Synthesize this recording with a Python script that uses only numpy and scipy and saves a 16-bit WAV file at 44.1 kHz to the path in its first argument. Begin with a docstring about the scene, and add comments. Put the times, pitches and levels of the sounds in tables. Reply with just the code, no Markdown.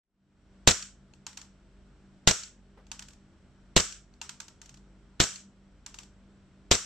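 """Small room, stereo microphone close by: a gas pistol fires five single shots into a cloth net.
Each shot is shaped noise for gas, pellet strike and slide, a low rumble of the overloaded microphone,
and decaying modes for the thump. Trigger clicks follow the first four; then spent pellets bounce, as
rattling noise plus floor modes. Diffuse noise answers from the room; the net twice bumps dully.
Wavering motor sines hum softly over shaped room noise; both fade in at the start."""
import sys
import numpy as np
from scipy import signal
from scipy.fft import rfft, irfft, next_fast_len
from scipy.io import wavfile
from scipy.ndimage import uniform_filter1d

SR = 44100
rng = np.random.default_rng(int(sys.argv[2]) if len(sys.argv) > 2 else 0)


def to_linear_factor(level_db):
    """Convert decibel levels (scalar or array-like) to linear amplitude factors."""
    exponent = np.asarray(level_db, float) / 20
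    return 10 ** exponent


def inscribe(sig):
    """Save sig as 16-bit PCM at rate SR to the path in sys.argv[1].

    A 1-D sig is mono; a 2-D sig holds one channel per row.
    Samples are clipped to [-1, 1] before scaling.
    """
    pcm = np.round(np.clip(np.atleast_2d(sig).T, -1, 1) * 32767)
    wavfile.write(sys.argv[1], SR, pcm.astype(np.int16))


N = 302085

# room noise: [f/Hz, relative density/dB per Hz]
AIR_SPECTRUM = [(12, -44.5), (22, -1.5), (60, -5), (120, -5), (165, -7), (270, -9.5), (420, -16),
                (490, -16), (1050, -22.5), (1800, -25), (4300, -31), (6500, -37.5), (8000, -36),
                (12000, -68.5), (15600, -100)]
# left-right likeness of diffuse sound: [f/Hz, likeness 0-1]
DIFFUSE_LIKENESS = [(60, 0.64), (240, 1), (950, 0.87), (3770, 0.44), (15000, 0.1)]
# microphone housing resonances: [f/Hz, width/Hz, boost/dB]
HOUSING_BANDS = [(617.5, 68, 3.5), (1430, 400, 4.5), (3120, 400, 2), (5680, 420, 6.5), (7730, 910, 5.5)]
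# motor lines, before beat, wavering and fade: [f/Hz, level/dB]
HUM_LINES = [(48.3, -64), (73.5, -70), (96.8, -75), (138, -70.5), (193.8, -63.5), (242, -73.5),
             (301.5, -76), (339, -78.5), (397, -77)]
# shots: [t/s, strength/dB]
SHOTS = [(0.6729, -2), (2.2726, -4), (3.7628, -5.5), (5.1995, -8), (6.7116, -6)]
# starts in one firing cycle: valve leaks, gas blast, pellet strikes the net, slide runs back,
# last gas, slide slams home: [t after shot/ms]
CYCLE_STARTS_MS = [-5, .1, 8.0, 12, 20, 36.3]
# the same six steps: [level re shot/dB, rise/ms, t60/ms, shuts after/ms, ringing share 0-1,
# ringing f/Hz, ringing width/Hz]
CYCLE_STEPS = [(-24, 5, 230, 6, 0.1, 6500, 3800), (-1.5, 1.8, 56, 40, .3, 6000, 3500),
               (-5.5, 0.32, 15, 20, 0.6, 3400, 1100), (-10, 1.8, 190, 6.8, 0.2, 7400, 1400),
               (-17.5, 1.7, 200, 30, 0.3, 7600, 980), (-14, 0.71, 170, 7, 0.7, 6000, 2200)]
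# gas noise: [f/Hz, relative density/dB per Hz]
GAS_SPECTRUM = [(240, -26.5), (400, -6), (949, -5), (1990, -3), (2550, -4), (2880, -1), (3370, -5),
                (3810, 1), (5110, -7.5), (7510, -3.5), (9920, -30.5), (14600, -27.5), (16000, -47.5)]
# left-right likeness of direct sound: [f/Hz, likeness 0-1]
DIRECT_LIKENESS = [(500, 0.07), (1200, 0.26), (3000, 0.7), (5000, 0.68), (7000, 0.1), (12000, .05)]
# microphone overload rumble: [f/Hz, relative density/dB per Hz]
OVERLOAD_SPECTRUM = [(25, -11), (60, -8), (150, 13.5), (400, -0.5), (800, -16.5), (1400, -32.5)]
# enclosure modes: [f/Hz, level/dB, t60/s]
THUMP_MODES = [(34.49, -10.5, 0.04), (91.4, -15, 0.099), (186, -10.5, 0.037), (360, -8.5, 0.03),
               (449, -20, .05), (517, -13.5, 0.042), (650, -10.5, 0.037)]
# room decay, before each sound's decay scale: [f/Hz, t60/s]
ROOM_DECAY = [(100, 0.13), (400, 0.17), (1400, 0.35), (3000, 0.38), (6000, .36), (8000, .38), (10500, 0.24),
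              (15000, 0.32)]
# room's answer to a shot: [f/Hz, relative density/dB per Hz]
SHOT_TAIL_SPECTRUM = [(120, -19), (250, 2), (430, 1), (800, -11.5), (1300, -6.5), (2020, -12.5),
                      (4650, -11), (6600, -5.5), (7700, -8), (8400, -15.5), (10200, -28), (14900, -33.5)]
# trigger springs back: [t/s, peak/dB]
RESETS = [(0.825, -23.5), (2.4349, -26.5), (3.924, -30), (5.3575, -29)]
# trigger and frame resonances: [f/Hz, width/Hz, level/dB]
CLANG_BANDS = [(2700, 640, -3), (4500, 410, 5), (5700, 380, 6), (7000, 220, 13)]
# pellet bounces: [t/s, peak before panning/dB, floor knock re rattle/dB, left minus right/dB]
BOUNCES = [(1.136, -45.5, 11, 8), (1.265, -23.5, -3, -1), (1.329, -41, -17, 4), (1.371, -31.5, -11, -2.0),
           (1.373, -28, -16, 1), (1.414, -34, -6, -0.5), (2.867, -49, -2, 0.0), (2.915, -23.5, -8, -1.5),
           (2.992, -28, -24, -1), (3.022, -32.5, -19, 1), (3.084, -38, -20, -1), (3.105, -44, -19, 0.5),
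           (3.132, -45, -9, -1.0), (4.138, -50.5, 7, 3), (4.214, -21, -3, -1), (4.292, -25, -11.5, 0),
           (4.401, -25.5, -12, -2), (4.481, -36, -7, 0), (4.615, -33, -19, 0), (4.658, -41.5, -18, 1),
           (4.692, -38.5, -12, -2), (4.741, -42.5, -7, -1), (4.771, -47.5, -9, 1), (5.862, -27.5, -8, -2),
           (5.942, -32.5, -7, 0), (5.986, -28.5, -10, 2), (6.032, -41, -4, 0)]
# pellet rattle: [f/Hz, relative density/dB per Hz]
RATTLE_SPECTRUM = [(290, -85), (500, -32.5), (893, -27.5), (1510, 5), (1950, -5.5), (2610, 3), (4800, 1),
                   (6800, 7), (9920, -13.5), (14500, -22.5), (16000, -19)]
# floor modes: [f/Hz, level/dB, t60/s]
FLOOR_MODES = [(906, -4.5, 0.031), (1520, 6, 0.0052), (2710, 6.5, 0.011), (3290, 5.5, 0.0082),
               (4490, 9, 0.0083), (6650, 10, 0.0056)]
# room's answer to a bounce: [f/Hz, relative density/dB per Hz]
BOUNCE_TAIL_SPECTRUM = [(530, -17), (900, 5), (1550, -2), (2860, -1), (7580, 1.5), (10200, -19),
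                        (14700, -23), (15400, -29), (16000, -53)]
# net swings back against its frame: [t/s, level/dB, top of band f/Hz]
NET_THUDS = [(2.771, -54, 870), (3.15, -59, 60)]

AIR_DB = -62.5
FADE_S, FADE_POWER = 0.55, 1.86
BEAT_S, BEAT_PEAK_S, BEAT_SHARE = 1.037, 1.79, 0.85
THUMP_MS, SLAM_MS, SLAM_DB = 2.3, 37.5, -15.5  # after the shot; slam level re thump
SHOT_LEAD_S = 0.01  # each shot's buffer starts this long before the shot
SHOT_ROOM_DB, SHOT_ROOM_FOLLOWS = -20.5, 0.35  # answer to a 0 dB shot; dB per dB of strength
SHOT_ROOM_LAG_S = 0.0028
REPEAT_HZ = 1200  # below this the room answers every shot the same way
BOUNCE_LAG_S = 0.0004  # after the listed time
BOUNCE_ROOM_LAG_S, BOUNCE_ROOM_DB = 0.001202, -21  # after the bounce; re its listed peak
EDGE_HZ = 15250


def evened(x):
    """Scales to rms 1."""
    return x / np.sqrt(np.mean(x ** 2) + 1e-20)


def peaked(x):
    """Scales to peak 1."""
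    return x / abs(x).max()


def read(points, hz):
    """Reads a table on a log-frequency axis."""
    f, value = np.transpose(points)
    return np.interp(np.log(hz + 1), np.log(f + 1), value)


def add(mix, s, sound):
    """Mixes a stereo sound in at time s, cut at the end."""
    part = mix[:, round(s * SR):][:, :sound.shape[1]]
    part += sound[:, :part.shape[1]]


def sides(pan_db):
    """Left and right gains, pan_db apart."""
    return to_linear_factor([[pan_db / 2], [-pan_db / 2]])


def hiss(shape, size, likeness):
    """Stereo noise of a given magnitude spectrum; the ports share a part of it."""
    hz = np.fft.rfftfreq(size, 1 / SR)
    a, b = rfft(rng.standard_normal((2, size)))
    same = np.clip(read(likeness, hz), 0, 1)
    right = same * a + np.sqrt(1 - same ** 2) * b
    return evened(irfft(np.array([a, right]) * shape(hz), size))


def burst(ms, rise_ms, t60_ms, stop_ms):
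    """Soft rise, exponential fall, and a quick shut at 14 dB/ms."""
    ms = np.maximum(ms, 0)
    fall_db = -60 * ms / t60_ms - 14 * np.maximum(ms - stop_ms, 0)
    return np.minimum(ms / rise_ms, 1) ** 2 * to_linear_factor(fall_db)


def ring(modes, t, spread_db):
    """Decaying modes, each a little different in strength and pitch at each port."""
    out = 0
    for hz, db, t60_s in modes:
        level, pitch = rng.standard_normal((2, 2, 1))
        decay = to_linear_factor(db + spread_db * level - 60 * t / t60_s)
        out = out + decay * np.sin(2 * np.pi * hz * (1 + 0.03 * pitch) * t)
    return out


def housing(hz):
    """Bands that the microphone housing raises in diffuse sound, dB."""
    return sum(db / (1 + (2 * (hz - f) / width) ** 2) for f, width, db in HOUSING_BANDS)


def air():
    """Smooth room noise, near mono in the bass."""
    noise = hiss(lambda hz: to_linear_factor(read(AIR_SPECTRUM, hz) + housing(hz)), next_fast_len(N), DIFFUSE_LIKENESS)
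    return to_linear_factor(AIR_DB) * noise[:, :N]


def waver():
    """Slow random curve of rms 1."""
    return evened(uniform_filter1d(uniform_filter1d(rng.standard_normal(N), 3000), 3000))


def hum():
    """Motor lines waver in level and pitch; two motors nearly in step make the lowest beat."""
    t, out = np.arange(N) / SR, np.zeros(N)
    beat = abs(1 + BEAT_SHARE * np.exp(2j * np.pi * (t - BEAT_PEAK_S) / BEAT_S))
    for k, (hz, db) in enumerate(HUM_LINES):
        level, drift = waver(), waver()
        size = beat * to_linear_factor(db + 1.2 * level) if k == 0 else to_linear_factor(db + 3.1 * level)
        phase = 2 * np.pi * np.cumsum(hz * (1 + 0.007 * drift)) / SR
        out += np.sqrt(2) * size * np.sin(phase)
    return out


def firing_cycle(ms):
    """Gas and ringing noise bursts through the six steps of one firing cycle."""
    out = np.zeros((2, len(ms)))
    for at_ms, step in zip(CYCLE_STARTS_MS, CYCLE_STEPS):
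        db, rise_ms, t60_ms, stop_ms, share, ring_hz, width_hz = step
        gas = hiss(lambda hz: to_linear_factor(read(GAS_SPECTRUM, hz)), len(ms), DIRECT_LIKENESS)
        ringing = hiss(lambda hz: 1 / (1 + (2 * (hz - ring_hz) / width_hz) ** 4), len(ms), DIRECT_LIKENESS)
        share = np.clip(share, 0, 1)
        blend = np.sqrt(1 - share) * gas + np.sqrt(share) * ringing
        out += to_linear_factor(db) * burst(ms - at_ms, rise_ms, t60_ms, stop_ms) * blend
    return out


def overload_rumble(ms):
    """Low noise of the overloaded microphone, mostly separate on each side."""
    noise = hiss(lambda hz: to_linear_factor(read(OVERLOAD_SPECTRUM, hz)), len(ms), [(30, 0.2), (200, 0.2), (800, 0.1)])
    return to_linear_factor(-14) * noise * burst(ms - 2.5, 4.5, 110, 55)


def thump(ms):
    """The pressure wave rings the enclosure's modes; the slide slamming home rings them again."""
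    out = ring(THUMP_MODES, np.maximum(ms - THUMP_MS, 0) / 1000, 2.5)
    out += to_linear_factor(SLAM_DB) * ring(THUMP_MODES, np.maximum(ms - SLAM_MS, 0) / 1000, 3)
    return uniform_filter1d(out, size=30)  # the push lasts most of a millisecond


def shot(db):
    """Firing cycle, overload rumble and thump, scaled to the shot's strength."""
    ms = np.arange(8192) * 1000 / SR - SHOT_LEAD_S * 1000
    return to_linear_factor(db) * (firing_cycle(ms) + overload_rumble(ms) + thump(ms))


def room(spectrum, decay_scale):
    """Dense echoes, each band dying at its own speed; a gate-like fade steepens the fall after 0.2 s."""
    echoes = hiss(lambda hz: to_linear_factor(read(spectrum, hz) + housing(hz)), 20480, DIFFUSE_LIKENESS)
    hz, t, z = signal.stft(echoes, SR, nperseg=256)
    gate_db = -110 * np.maximum(t - 0.2, 0)
    fall_db = -60 * t / (decay_scale * read(ROOM_DECAY, hz)[:, None]) + gate_db
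    tail = signal.istft(z * to_linear_factor(fall_db), SR, nperseg=256)[1]
    return tail * np.minimum(np.arange(tail.shape[1]) / (0.0033 * SR), 1)  # echoes build up


def clang(hz):
    """Resonances of the trigger and frame."""
    return sum(to_linear_factor(db) / np.hypot(1, 2 * (hz - f) / width) ** 2 for f, width, db in CLANG_BANDS)


def reset(db):
    """The trigger springs back: a short metal click of resonant noise."""
    ms = np.arange(2048) * 1000 / SR
    click = hiss(lambda hz: clang(hz) + 1.1 * to_linear_factor(read(SHOT_TAIL_SPECTRUM, hz)) * (hz > 1200),
                 len(ms), DIRECT_LIKENESS)
    return to_linear_factor(db) * peaked(click * burst(ms, 0.25, 30, 30))


def bounce(db, knock_db, pan_db):
    """A hard plastic pellet on a hard floor: a few milliseconds of rattle and a short knock."""
    ms = np.arange(2048) * 1000 / SR
    rattle = hiss(lambda hz: to_linear_factor(read(RATTLE_SPECTRUM, hz)), len(ms), DIRECT_LIKENESS)
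    rattle = rattle * burst(ms, 0.9, 41, 6.2)
    knock = ring(FLOOR_MODES, np.maximum(ms - 0.3, 0) / 1000, 4.0)
    knock = to_linear_factor(knock_db) * knock * np.minimum(ms / 2.4, 1)
    return to_linear_factor(db) * sides(pan_db) * peaked(rattle + knock)


def net_thud(db, top_hz):
    """A soft, dull bump of cloth: low noise, rising more slowly the lower its band."""
    ms = np.arange(8192) * 1000 / SR
    bump = hiss(lambda hz: hz / (top_hz / 3 + hz) / (1 + (hz / top_hz) ** 2), len(ms), DIFFUSE_LIKENESS)
    return to_linear_factor(db) * bump * burst(ms, 3600 / top_hz, 230, 150)


def scene():
    """Shots, clicks, bounces and net in the room, over the background fading in."""
    mix = np.zeros((2, N))
    low = signal.butter(2, REPEAT_HZ, fs=SR)
    shared_bass = signal.filtfilt(*low, room(SHOT_TAIL_SPECTRUM, 1.0))
    for s, db in SHOTS:
        add(mix, s - SHOT_LEAD_S, shot(db))
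        fresh = room(SHOT_TAIL_SPECTRUM, 1.243)
        tail = shared_bass + fresh - signal.filtfilt(*low, fresh)
        add(mix, s + SHOT_ROOM_LAG_S, to_linear_factor(SHOT_ROOM_DB + SHOT_ROOM_FOLLOWS * db) * tail)
    for s, db in RESETS:
        add(mix, s, reset(db))
    for s, db, knock_db, pan_db in BOUNCES:
        start_s = s + BOUNCE_LAG_S
        add(mix, start_s, bounce(db, knock_db, pan_db))
        add(mix, start_s + BOUNCE_ROOM_LAG_S, to_linear_factor(db + BOUNCE_ROOM_DB) * room(BOUNCE_TAIL_SPECTRUM, 0.78))
    for s, db, top_hz in NET_THUDS:
        add(mix, s, net_thud(db, top_hz))
    fade = np.minimum(np.arange(N) / SR / FADE_S, 1) ** FADE_POWER
    return mix + fade * (air() + hum())


def low_pass(x):
    """Removes everything above the highest recorded frequency."""
    return signal.sosfilt(signal.butter(12, 16490, fs=SR, output="sos"), x)


def record(dry):
    """Gain control pulls down after each shot and recovers; peaks are rounded off; treble is cut."""
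    power = uniform_filter1d((dry ** 2).mean(0), 400, origin=199)  # looks back
    power_db = 10 * np.log10(abs(power) + 1e-12)
    fall_db = np.arange(N) * 40.0 / SR  # the held peak falls at 40 dB/s
    held_db = np.maximum.accumulate(power_db + fall_db) - fall_db
    over_db = np.maximum(held_db + 54.0, 0)
    ducked = dry / to_linear_factor(0.04 * uniform_filter1d(over_db, 300))
    ceiling = 0.8
    rounded = ceiling * np.tanh(ducked / ceiling)
    edge = signal.firwin(127, EDGE_HZ, window=("kaiser", 4), fs=SR)
    finished = signal.oaconvolve(rounded, edge[None], "same", axes=1)
    return low_pass(finished)


dry = scene()
out = record(dry)
inscribe(out)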